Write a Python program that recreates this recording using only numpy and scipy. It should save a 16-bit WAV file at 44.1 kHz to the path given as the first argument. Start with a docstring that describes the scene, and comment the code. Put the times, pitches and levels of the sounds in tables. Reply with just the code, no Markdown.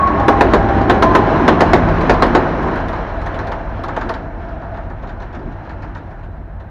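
"""Two slow diesel engines throb over wheel roar, and bangs at once mark a close two-section locomotive.
It runs away along a station track: exhausts and whines drop in pitch by the Doppler effect and fade.
Exhausts and gears are harmonic and modulated tones, rolling and turbulence are shaped noise, and each
axle of the three-axle bogies strikes the rail joints as dying noise and steel modes.
The microphone's case cuts notches in the treble and its circuit limits the loudest bangs."""
import sys
import numpy as np
from scipy import signal
from scipy.fft import rfft, irfft, next_fast_len
from scipy.io import wavfile
from scipy.ndimage import uniform_filter1d, map_coordinates

SR = 44100
rng = np.random.default_rng(int(sys.argv[2]) if len(sys.argv) > 2 else 0)


def dump(signal):
    """Clip the signal to [-1, 1] and save it as 16-bit WAV at the path in sys.argv[1]."""
    limited = np.clip(np.atleast_2d(signal).T, -1, 1)
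    pcm = np.round(limited * 32767).astype(np.int16)
    wavfile.write(sys.argv[1], SR, pcm)


N = 295470  # samples
SPEED, ASIDE = 16.5, 6  # m/s along the track, m from track to microphone


def amp(db):
    """Level definition: dB to amplitude gain."""
    return 10 ** (np.asarray(db) / 20)


def unit(x):
    """Normalization to an rms of 1."""
    return x / np.sqrt(np.mean(x ** 2) + 1e-20)


def along(points, hz):
    """Interpolation of (f/Hz, value) points on a logarithmic frequency axis."""
    f, v = np.transpose(points)
    return np.interp(np.log(hz + 1), np.log(f + 1), v)


def curves(rows):
    """Linear interpolation in time: one curve for each column after t/s."""
    s, *columns = np.transpose(rows)
    return [np.interp(np.arange(N) / SR, s, column) for column in columns]


def wobble(rate):
    """Band-limited random modulation: a smooth curve through `rate` random knots a second."""
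    s = np.arange(0, N + 64, 64)
    knots = rng.standard_normal(int(N * rate / SR) + 4)
    return np.interp(np.arange(N), s, map_coordinates(knots, [s * rate / SR]))


def filtered(x, response):
    """Linear filtering: the spectrum of x times a response of frequency."""
    n = x.shape[-1]
    m = next_fast_len(n + 4096)
    return irfft(rfft(x, m) * response(np.fft.rfftfreq(m, 1 / SR)), m)[..., :n]


def colour(points):
    """Spectral shaping: gain through (f/Hz, level/dB) points, falling steeply beyond the ends."""
    closed = [(points[0][0] / 4, -120), *points, (points[-1][0] * 4, -160)]
    return lambda hz: amp(along(closed, hz))


def dips(rows):
    """Destructive interference: the gain of a set of narrow cancellations."""
    return lambda hz: amp(sum(db / (1 + ((hz - centre) / width) ** 2 * 4) for centre, width, db in rows))


def rush(gain, patchy_db):
    """Turbulent noise of rms 1, whose gain varies at random in patches of time and frequency."""
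    z = signal.stft(rng.standard_normal(N), nperseg=512)[2]
    field = uniform_filter1d(uniform_filter1d(rng.standard_normal(z.shape), 5, 0), 8, 1)
    patchy = signal.istft(z * amp(patchy_db * unit(field)), nperseg=512)[1][:N]
    return unit(filtered(patchy, gain))


def turns(hz):
    """Phase in radians as the running integral of frequency."""
    return 2 * np.pi * np.cumsum(hz) / SR


def doppler(passing):
    """Doppler effect: pitch factor of a source that draws level with the microphone at that second."""
    ahead = SPEED * (np.arange(N) / SR - passing)
    return 1 / (1 + SPEED / 343 * ahead / np.hypot(ahead, ASIDE))


def passing_db(passing, near_m, coming_db, going_db):
    """Distance law: level re the loudest, with a fall per doubling of distance on each side."""
    ahead = SPEED * (np.arange(N) / SR - passing)
    return -np.where(ahead < 0, coming_db, going_db) * np.log2(np.hypot(ahead, near_m) / near_m)


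# trailing draught: (centre t/s, half length/s, level/dB before random swelling)
GUSTS = [(5.45, .08, -32.5), (6.4, .2, -42)]
# suction pop: (start t/s, start to trough/s, depth of the trough level/dB)
SUCTION_POP = (5.458, .004, -13)
# low noise of buffeting and of the rumbling body: (f/Hz, relative level/dB)
RUMBLE_SPECTRUM = [(60, -12), (120, -4.5), (200, 2.5), (340, 5.5), (480, -6), (700, -21)]


def draught():
    """Turbulent pressure: swirling air buffets the microphone briefly, with one suction pop."""
    t = np.arange(N) / SR
    start, length, pop_db = SUCTION_POP
    swell = sum(amp(db) * np.exp(-((t - s) / half) ** 2) for s, half, db in GUSTS)
    buffeting = swell * amp(4.4 * wobble(30)) * rush(colour(RUMBLE_SPECTRUM), patchy_db=2.5)
    suction = amp(pop_db) * np.exp(-((t - start - length) / length) ** 2 * 4)
    return buffeting - suction


# fan tone: (level/dB when abreast, fall/dB per doubling of distance, nearest distance/m,
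#            the same level and the going fall for what trails behind)
FAN = (-21.5, 12.5, 3, -33, 3.5)
FAN_HZ, FAN_PASS = 161, 1.9  # blade tone of the trailing section before Doppler, second of passing


def fan():
    """Blade-passing tone: the cooling fan hums and falls in pitch as it passes."""
    db, fall_db, near_m, trail_db, trail_fall_db = FAN
    blades = turns(FAN_HZ * doppler(FAN_PASS)) + .5 * wobble(6.6)
    near = amp(db + passing_db(FAN_PASS, near_m, fall_db, fall_db))
    trail = amp(trail_db + passing_db(FAN_PASS, ASIDE, fall_db, trail_fall_db))
    return np.sqrt(2) * (near + trail) * amp(1.5 * wobble(6)) * np.sin(blades)


# gear whines of passing axle drives: (start t/s, passing t/s, f/Hz before Doppler, carrier rms level/dB
#   before wavering, rise/s, fall/dB per s, final fall re top/dB, length/s)
GEAR_WHINES = [(-0.06, .5, 1062, -9.5, 0.12, 148, 10, .45), (.17, 1.05, 770, -18.5, 0.049, 42, 2.5, .3),
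               (0.56, 0.96, 770, -20, 0.049, 16, 2.5, 0.51), (1.16, 0.88, 850, -20.5, .08, 40.5, 6, .2),
               (.99, 2, 983, -15.5, .07, 43.5, 10, .56)]
WHINE_RELEASE_S = .04


def whines():
    """Gear meshing and amplitude modulation: teeth sing, and the motor shaft's turning adds side tones."""
    out, t = np.zeros(N), np.arange(N) / SR
    for s, passing, pitch_hz, db, rise, fall_db, settle_db, length in GEAR_WHINES:
        hz = pitch_hz * doppler(passing)
        gate = np.clip(np.minimum((t - s) / rise, (s + length - t) / WHINE_RELEASE_S), 0, 1)
        shape = gate * amp(-np.clip(fall_db * (t - s - rise), 0, settle_db))
        beat = 1 + 0.48 * np.cos(turns(hz / 41))  # one shaft turn for 41 teeth
        tone = np.sin(turns(hz) + .75 * wobble(30))
        out += np.sqrt(2) * amp(db + 2.2 * wobble(22)) * shape * beat * tone
    return out


# exhaust tones: (multiple of the shaft rate, leading relative level/dB, trailing relative level/dB)
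EXHAUST_ORDERS = [(6, 0, 0), (7, -12, -13), (8, 0, -9), (9, -2, -2), (10, -6, -13), (11, -9, -18),
                  (12, -14, -13), (14, -5, -10), (15, -1, -9), (16, -9, -9), (17, -14, -14)]
# leading and trailing engine: (passing t/s, shaft rate f/Hz before Doppler, slowing/Hz per s after 4 s)
ENGINE_PASSES = [(1.0, 6.65, 0), (2.05, 6.22, .055)]
# leading and trailing exhaust: (loudest t/s, level/dB, fall/dB per doubling of distance coming, going)
EXHAUST_LEVELS = [(.7, -21.5, 4.5, 5.35), (1.95, -21.5, 5, 15)]
# trailing exhaust carried back along the platforms: (level/dB, fall/dB per doubling of distance going)
PLATFORM_DRONE = (-24, 2.59)
# exhaust turbulence: (f/Hz, relative level/dB per Hz)
BOOM_SPECTRUM = [(12, -18), (25, -26.5), (45, 0), (95, 0.5), (150, -9), (230, -11.5)]


def engines():
    """Harmonic synthesis: exhausts sound swelling multiples of the shaft rate over turbulent boom."""
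    out, t = np.zeros(N), np.arange(N) / SR
    levels_db = [db + passing_db(s, ASIDE, coming, going) for s, db, coming, going in EXHAUST_LEVELS]
    drone_db, drone_fall_db = PLATFORM_DRONE
    drone = amp(drone_db + passing_db(EXHAUST_LEVELS[1][0], ASIDE, 12, drone_fall_db))
    levels_db[1] = 20 * np.log10(np.hypot(amp(levels_db[1]), drone))
    for which, ((passing, shaft_hz, slowing), level_db) in enumerate(zip(ENGINE_PASSES, levels_db)):
        shaft = turns((shaft_hz - slowing * np.maximum(t - 4, 0)) * doppler(passing))
        for order, *db in EXHAUST_ORDERS:
            tone = np.sin(round(order) * shaft + rng.uniform(0, 2 * np.pi) + 0.35 * wobble(4))
            out += amp(level_db + db[which] + 2.2 * wobble(4)) * tone
    boom = amp(-1.0) * np.hypot(*amp(levels_db)) * rush(colour(BOOM_SPECTRUM), patchy_db=0.4)
    return out + boom


# rolling noise before shaking: (t/s, wheel and rail roar level/dB, body rumble level/dB)
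ROLLING_LEVELS = [(0, -19.5, -21.5), (.2, -19.5, -20), (.5, -18, -17.5), (.82, -18.5, -18),
                  (1.16, -16.5, -14), (1.55, -17, -17), (2.24, -18, -18.5), (2.45, -19, -19),
                  (2.7, -21, -22), (2.92, -24.5, -27.5), (3.73, -28.5, -34), (4.05, -27, -28),
                  (4.29, -32, -32.5), (5.09, -35, -41), (5.88, -34, -37.5), (6.44, -41.5, -45),
                  (6.7, -39.5, -45)]
# rail ring before shaking: (t/s, level/dB)
RING_LEVELS = [(0, -28.5), (.5, -27.5), (1.85, -21.5), (2.3, -29), (3.7, -32), (4.6, -34.5), (4.76, -28.5),
               (4.9, -42), (6.7, -49)]
# wheel and rail roar: (f/Hz, relative level/dB)
ROAR_SPECTRUM = [(250, -32.5), (480, -3), (750, -2.5), (1050, -2.5), (1300, -8), (1650, -9), (2100, -17.5),
                 (2700, -32)]
# rolling hiss: (f/Hz, relative level/dB)
HISS_SPECTRUM = [(1400, -19), (2200, 7), (3100, 2.5), (3850, -5), (4060, -0.5), (4250, -7.5), (4700, -13),
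                 (5600, -12.5), (7300, -26), (10000, -36), (12500, -45.5)]
# hiss level: (level/dB at a roar of 0 dB, dB per dB of roar, dB lacking at first, made up by t/s)
HISS_FOLLOWS = (-15, 1.18, 3.5, 0.5)
# the rail's bending between sleepers: (f/Hz, half width/Hz)
RAIL_RESONANCE = (662, 34)


def rolling():
    """Roughness excitation: wheels on rails rumble, roar, hiss and ring, shaken partly together."""
    roar_db, rumble_db = curves(ROLLING_LEVELS)
    ring_db, = curves(RING_LEVELS)
    db, slope, lack_db, until = HISS_FOLLOWS
    hiss_db = db + slope * roar_db - lack_db * np.clip(1 - np.arange(N) / SR / until, 0, 1)
    shake = wobble(14)
    ring_hz, ring_width = RAIL_RESONANCE
    resonance = lambda hz: 1 / (1 + ((hz - ring_hz) / ring_width) ** 2)
    rumble_gain = amp(rumble_db + 0.74 * wobble(25) + 0.32 * shake)
    rumble = rumble_gain * rush(colour(RUMBLE_SPECTRUM), patchy_db=1.0)
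    roar = amp(roar_db + .6 * shake) * rush(colour(ROAR_SPECTRUM), patchy_db=.8)
    hiss = amp(hiss_db + 1.1 * shake + .7 * wobble(40)) * rush(colour(HISS_SPECTRUM), patchy_db=1.2)
    ring = amp(ring_db + 2.4 * wobble(7.04)) * rush(resonance, patchy_db=3.0)
    return rumble + roar + hiss + ring


# short dull knocks: (t/s, level/dB of each mode before rise and decay, f/Hz of the middle mode, t60/s)
KNOCKS = [(3.973, -2, 647, 0.028), (4.099, -11.5, 900, 0.064)]
CLUNK_RISE_S, CLUNK_SPREAD = .004, (.72, 1, 1.33)  # rise; three close modes re the middle one


def clunks():
    """Modal synthesis: two rounded knocks, each of three close, quickly dying modes."""
    out, t = np.zeros(N), np.arange(SR // 8) / SR
    for s, db, hz, t60 in KNOCKS:
        shape = (1 - np.exp(-(t / CLUNK_RISE_S) ** 2)) * amp(db - 60 * t / t60)
        modes = sum(np.cos(2 * np.pi * hz * k * (t - CLUNK_RISE_S) + rng.normal(0, .5))
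                    for k in CLUNK_SPREAD)
        out[round(s * SR):][:len(t)] += shape * modes
    return out


# rail joints: (first axle t/s, share by which intervals lengthen, mean sizzle re crack level/dB,
#   crack gain/dB per axle, for each bogie heard (first crack level/dB, clang and first thud re crack
#   level/dB), all before the trims in joints())
RAIL_JOINTS = [(.0705, 0.001, -40, -0.68, [(-27, 10, 11), (-27.5, 8, 14), (-31.5, 6, 10), (-26.5, 10, 10)]),
               (0.281, 0.00041, -28, -0.18, [(-12.5, 8.6, 13.6), (-9.5, 6.6, 8.2), (-9.5, 6.6, 10.1),
               (-11, 7.9, 10.8)]), (2.0066, .0085, -25, 1, [(-30.5, 2.6, 4), (-31, 8.6, 9.6),
               (-33, 6.7, 12.6), (-26.5, 12.5, 9.2)]), (2.053, .0085, -32, -0.12, [(-38, 5, 3.6),
               (-34.5, 17, 3.4), (-26.5, 12, 7), (-28, 14, 2)]),
               (3.8635, .0085, -38, 1, [None, (-45, 21, 8), (-40, 14, 13), (-36.5, 14.8, 3)]),
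               (3.883, .0085, -36, 1.2, [None, (-48, 21, 12), (-37, 12, 2.2), (-42.5, 10, 8)]),
               (4.769, .0085, -38, -0.12, [(-40.5, 20, 15.7), (-45, 14, 15), (-44, 13, 12), (-44, 16, 14)])]
BOGIES_S, AXLE_S = (0, .6152, 1.1972, 1.8135), .1268  # bogies after the first; axle after axle
THUD_GROWS_DB, SIZZLE_FADES_DB = 1.37, 2.5  # per axle of a bogie; per bogie


def blows():
    """Wheel kinematics: each axle on each joint as (t/s, crack, clang, thud, sizzle level/dB, metres)."""
    nearest = RAIL_JOINTS[1][0]
    rows = []
    for first, slower, sizzle_db, grows_db, bogies in RAIL_JOINTS:
        metres = SPEED * (first - nearest)
        for which, (after, bogie) in enumerate(zip(BOGIES_S, bogies)):
            if not bogie:
                continue
            crack_db, clang_db, thud_db = bogie
            bogie_sizzle_db = sizzle_db - SIZZLE_FADES_DB * (which - 1.5)
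            for k in range(3):
                s = first + (after + k * AXLE_S) * (1 + slower)
                rows.append((s, crack_db + k * grows_db, clang_db, thud_db + k * THUD_GROWS_DB,
                             bogie_sizzle_db, metres))
    return [row for row in rows if row[0] < N / SR]


def dying(t60s, size, stretch):
    """Frequency-dependent damping: noise in which each frequency dies at its own speed."""
    hz, t, z = signal.stft(rng.standard_normal(size), SR, nperseg=128)
    decay = amp(-60 * t / stretch / along(t60s, hz)[:, None])
    return signal.istft(z * decay, SR, nperseg=128)[1][:size]


# spectra of the four parts of a blow: (f/Hz, relative level/dB per Hz)
CRACK_SPECTRUM = [(1700, 3.5), (2500, 0), (3900, -3.5), (5000, -11.5), (7000, -18.5), (8500, -30)]
CLANG_SPECTRUM = [(650, -3.5), (950, 9), (1500, 3.5), (1900, -1.5), (2500, -22.5)]
THUD_SPECTRUM = [(110, -12), (220, 4.5), (400, 9), (750, 4), (1050, -12)]
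SIZZLE_SPECTRUM = [(7000, -1), (8500, -1), (11000, 7), (12500, -8.5), (15500, -15)]
# bang decay of a near blow: (f/Hz, t60/s)
BANG_DECAY = [(200, 0.47), (700, 0.16), (1600, 0.13), (4000, 0.095), (10000, 0.087)]
# frame rattle and echo after a bang: (f/Hz, t60/s)
ECHO_DECAY = [(200, 0.54), (2000, 0.25), (10000, 0.2)]
# wheel and rail modes: (mean f/Hz, mean relative level/dB, t60/s)
STEEL_MODES = [(364, -5, 0.16), (538.5, -5, 0.14), (714.4, -1, 0.12), (925.6, -3.5, 0.13),
               (1100, 4.5, 0.078), (1313, -2.5, 0.11), (1523, 0, 0.1), (1778, -4.5, 0.15),
               (2880, -10.5, 0.21), (3590, 3, 0.05), (4050, -0.5, 0.11), (5600, -1.5, 0.068)]
# rise of a blow's low parts: (near/s, added at full distance/s)
LOW_RISE = (.0013, 0.03)
FAR_M = 220  # distance at which a blow is fully dulled
CRACK_RISE_S = .0008  # near
BLOW_COLOUR_DB = 3  # every blow lifts other parts of the treble


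def joints():
    """Impact excitation: snap, steel modes and dying noise; far blows rise slower and echo more."""
    size = SR // 4
    out, t, hz = np.zeros(N + size), np.arange(size) / SR, np.fft.rfftfreq(size, 1 / SR)
    spectra = (CRACK_SPECTRUM, CLANG_SPECTRUM, THUD_SPECTRUM, SIZZLE_SPECTRUM)
    crack, clang, thud, sizzle = (unit(colour(points)(hz)) for points in spectra)
    mode_hz, mode_db, t60 = np.transpose(STEEL_MODES)[..., None]
    for s, db, clang_db, thud_db, sizzle_db, metres in blows():
        far = np.clip(metres / FAR_M, 0, 1)
        air = amp(-1.2 * far ** 2 * hz / 1000)  # the air swallows treble with distance
        tint_db = BLOW_COLOUR_DB * np.interp(hz, np.arange(0, 16000, 600), rng.standard_normal(27))
        level_draw, pitch_draw, phase = rng.standard_normal((3, len(STEEL_MODES), 1))
        mode_gain = amp(mode_db + 1.07 * level_draw - 60 * t / t60)
        ring = mode_gain * np.sin(2 * np.pi * (mode_hz * (1 + 0.0285 * pitch_draw) * t + phase))
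        snap = 0.68 * amp(-60 * t / 0.023) * rng.standard_normal(size)
        bang = dying(BANG_DECAY, size, 1 + 2.0 * far ** 2)
        echo = amp(-11 + 4.6 * far) * dying(ECHO_DECAY, size, 1)
        blow = rfft(bang + echo + amp(-17.5) * ring.sum(0) + (1 - far) * snap)
        high = irfft(blow * (crack + amp(sizzle_db) * sizzle) * amp(tint_db) * air, size)
        high *= 1 - np.exp(-t / (CRACK_RISE_S + 0.014 * far ** 2))
        low = irfft(blow * (amp(clang_db + 0.5) * clang + amp(thud_db - 1.0) * thud), size)
        low *= 1 - np.exp(-(t / (LOW_RISE[0] + LOW_RISE[1] * far)) ** 2)
        fade = np.hanning(2 * size)[size:]
        out[round(s * SR):][:size] += amp(db - 6.5) * (high + low) * fade
    return out[:N]


# ground echo cancels these from afar: (f/Hz, width/Hz, level/dB)
GROUND_DIPS = [(440, 110, -2.5), (1080, 210, -5.5), (2030, 220, -3)]


def scene():
    """Superposition and ground interference: the low-lying wheels graze the ground more when far."""
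    wheels = rolling() + clunks() + joints()
    far = np.clip((np.arange(N) / SR - 2.5) / 2, 0, 1)
    wheels = (1 - far) * wheels + far * filtered(wheels, dips(GROUND_DIPS))
    return (draught() + fan() + whines() + engines() + wheels)[None]


# case cancellations: (f/Hz, width/Hz, level/dB)
CASE_NOTCHES = [(7950, 330, -26), (13400, 700, -12)]
# shallow dips: (f/Hz, width/Hz, level/dB)
SHALLOW_DIPS = [(486, 147, -1.5), (1175, 110, -1.5), (2470, 1900, -2), (3340, 640, -1.5)]
TOP_HZ = 15750


def record(dry):
    """Transducer response: notches, rounded clipping, circuit hiss and the band limit."""
    x = filtered(dry, lambda hz: dips([*CASE_NOTCHES, *SHALLOW_DIPS])(hz) * (hz > 18))
    x = x / (1 + np.abs(x) ** 8) ** (1 / 8)
    x = x + amp(-79) * rng.standard_normal(x.shape)
    return filtered(x, lambda hz: hz < TOP_HZ)


dry = scene()
out = record(dry)
dump(out)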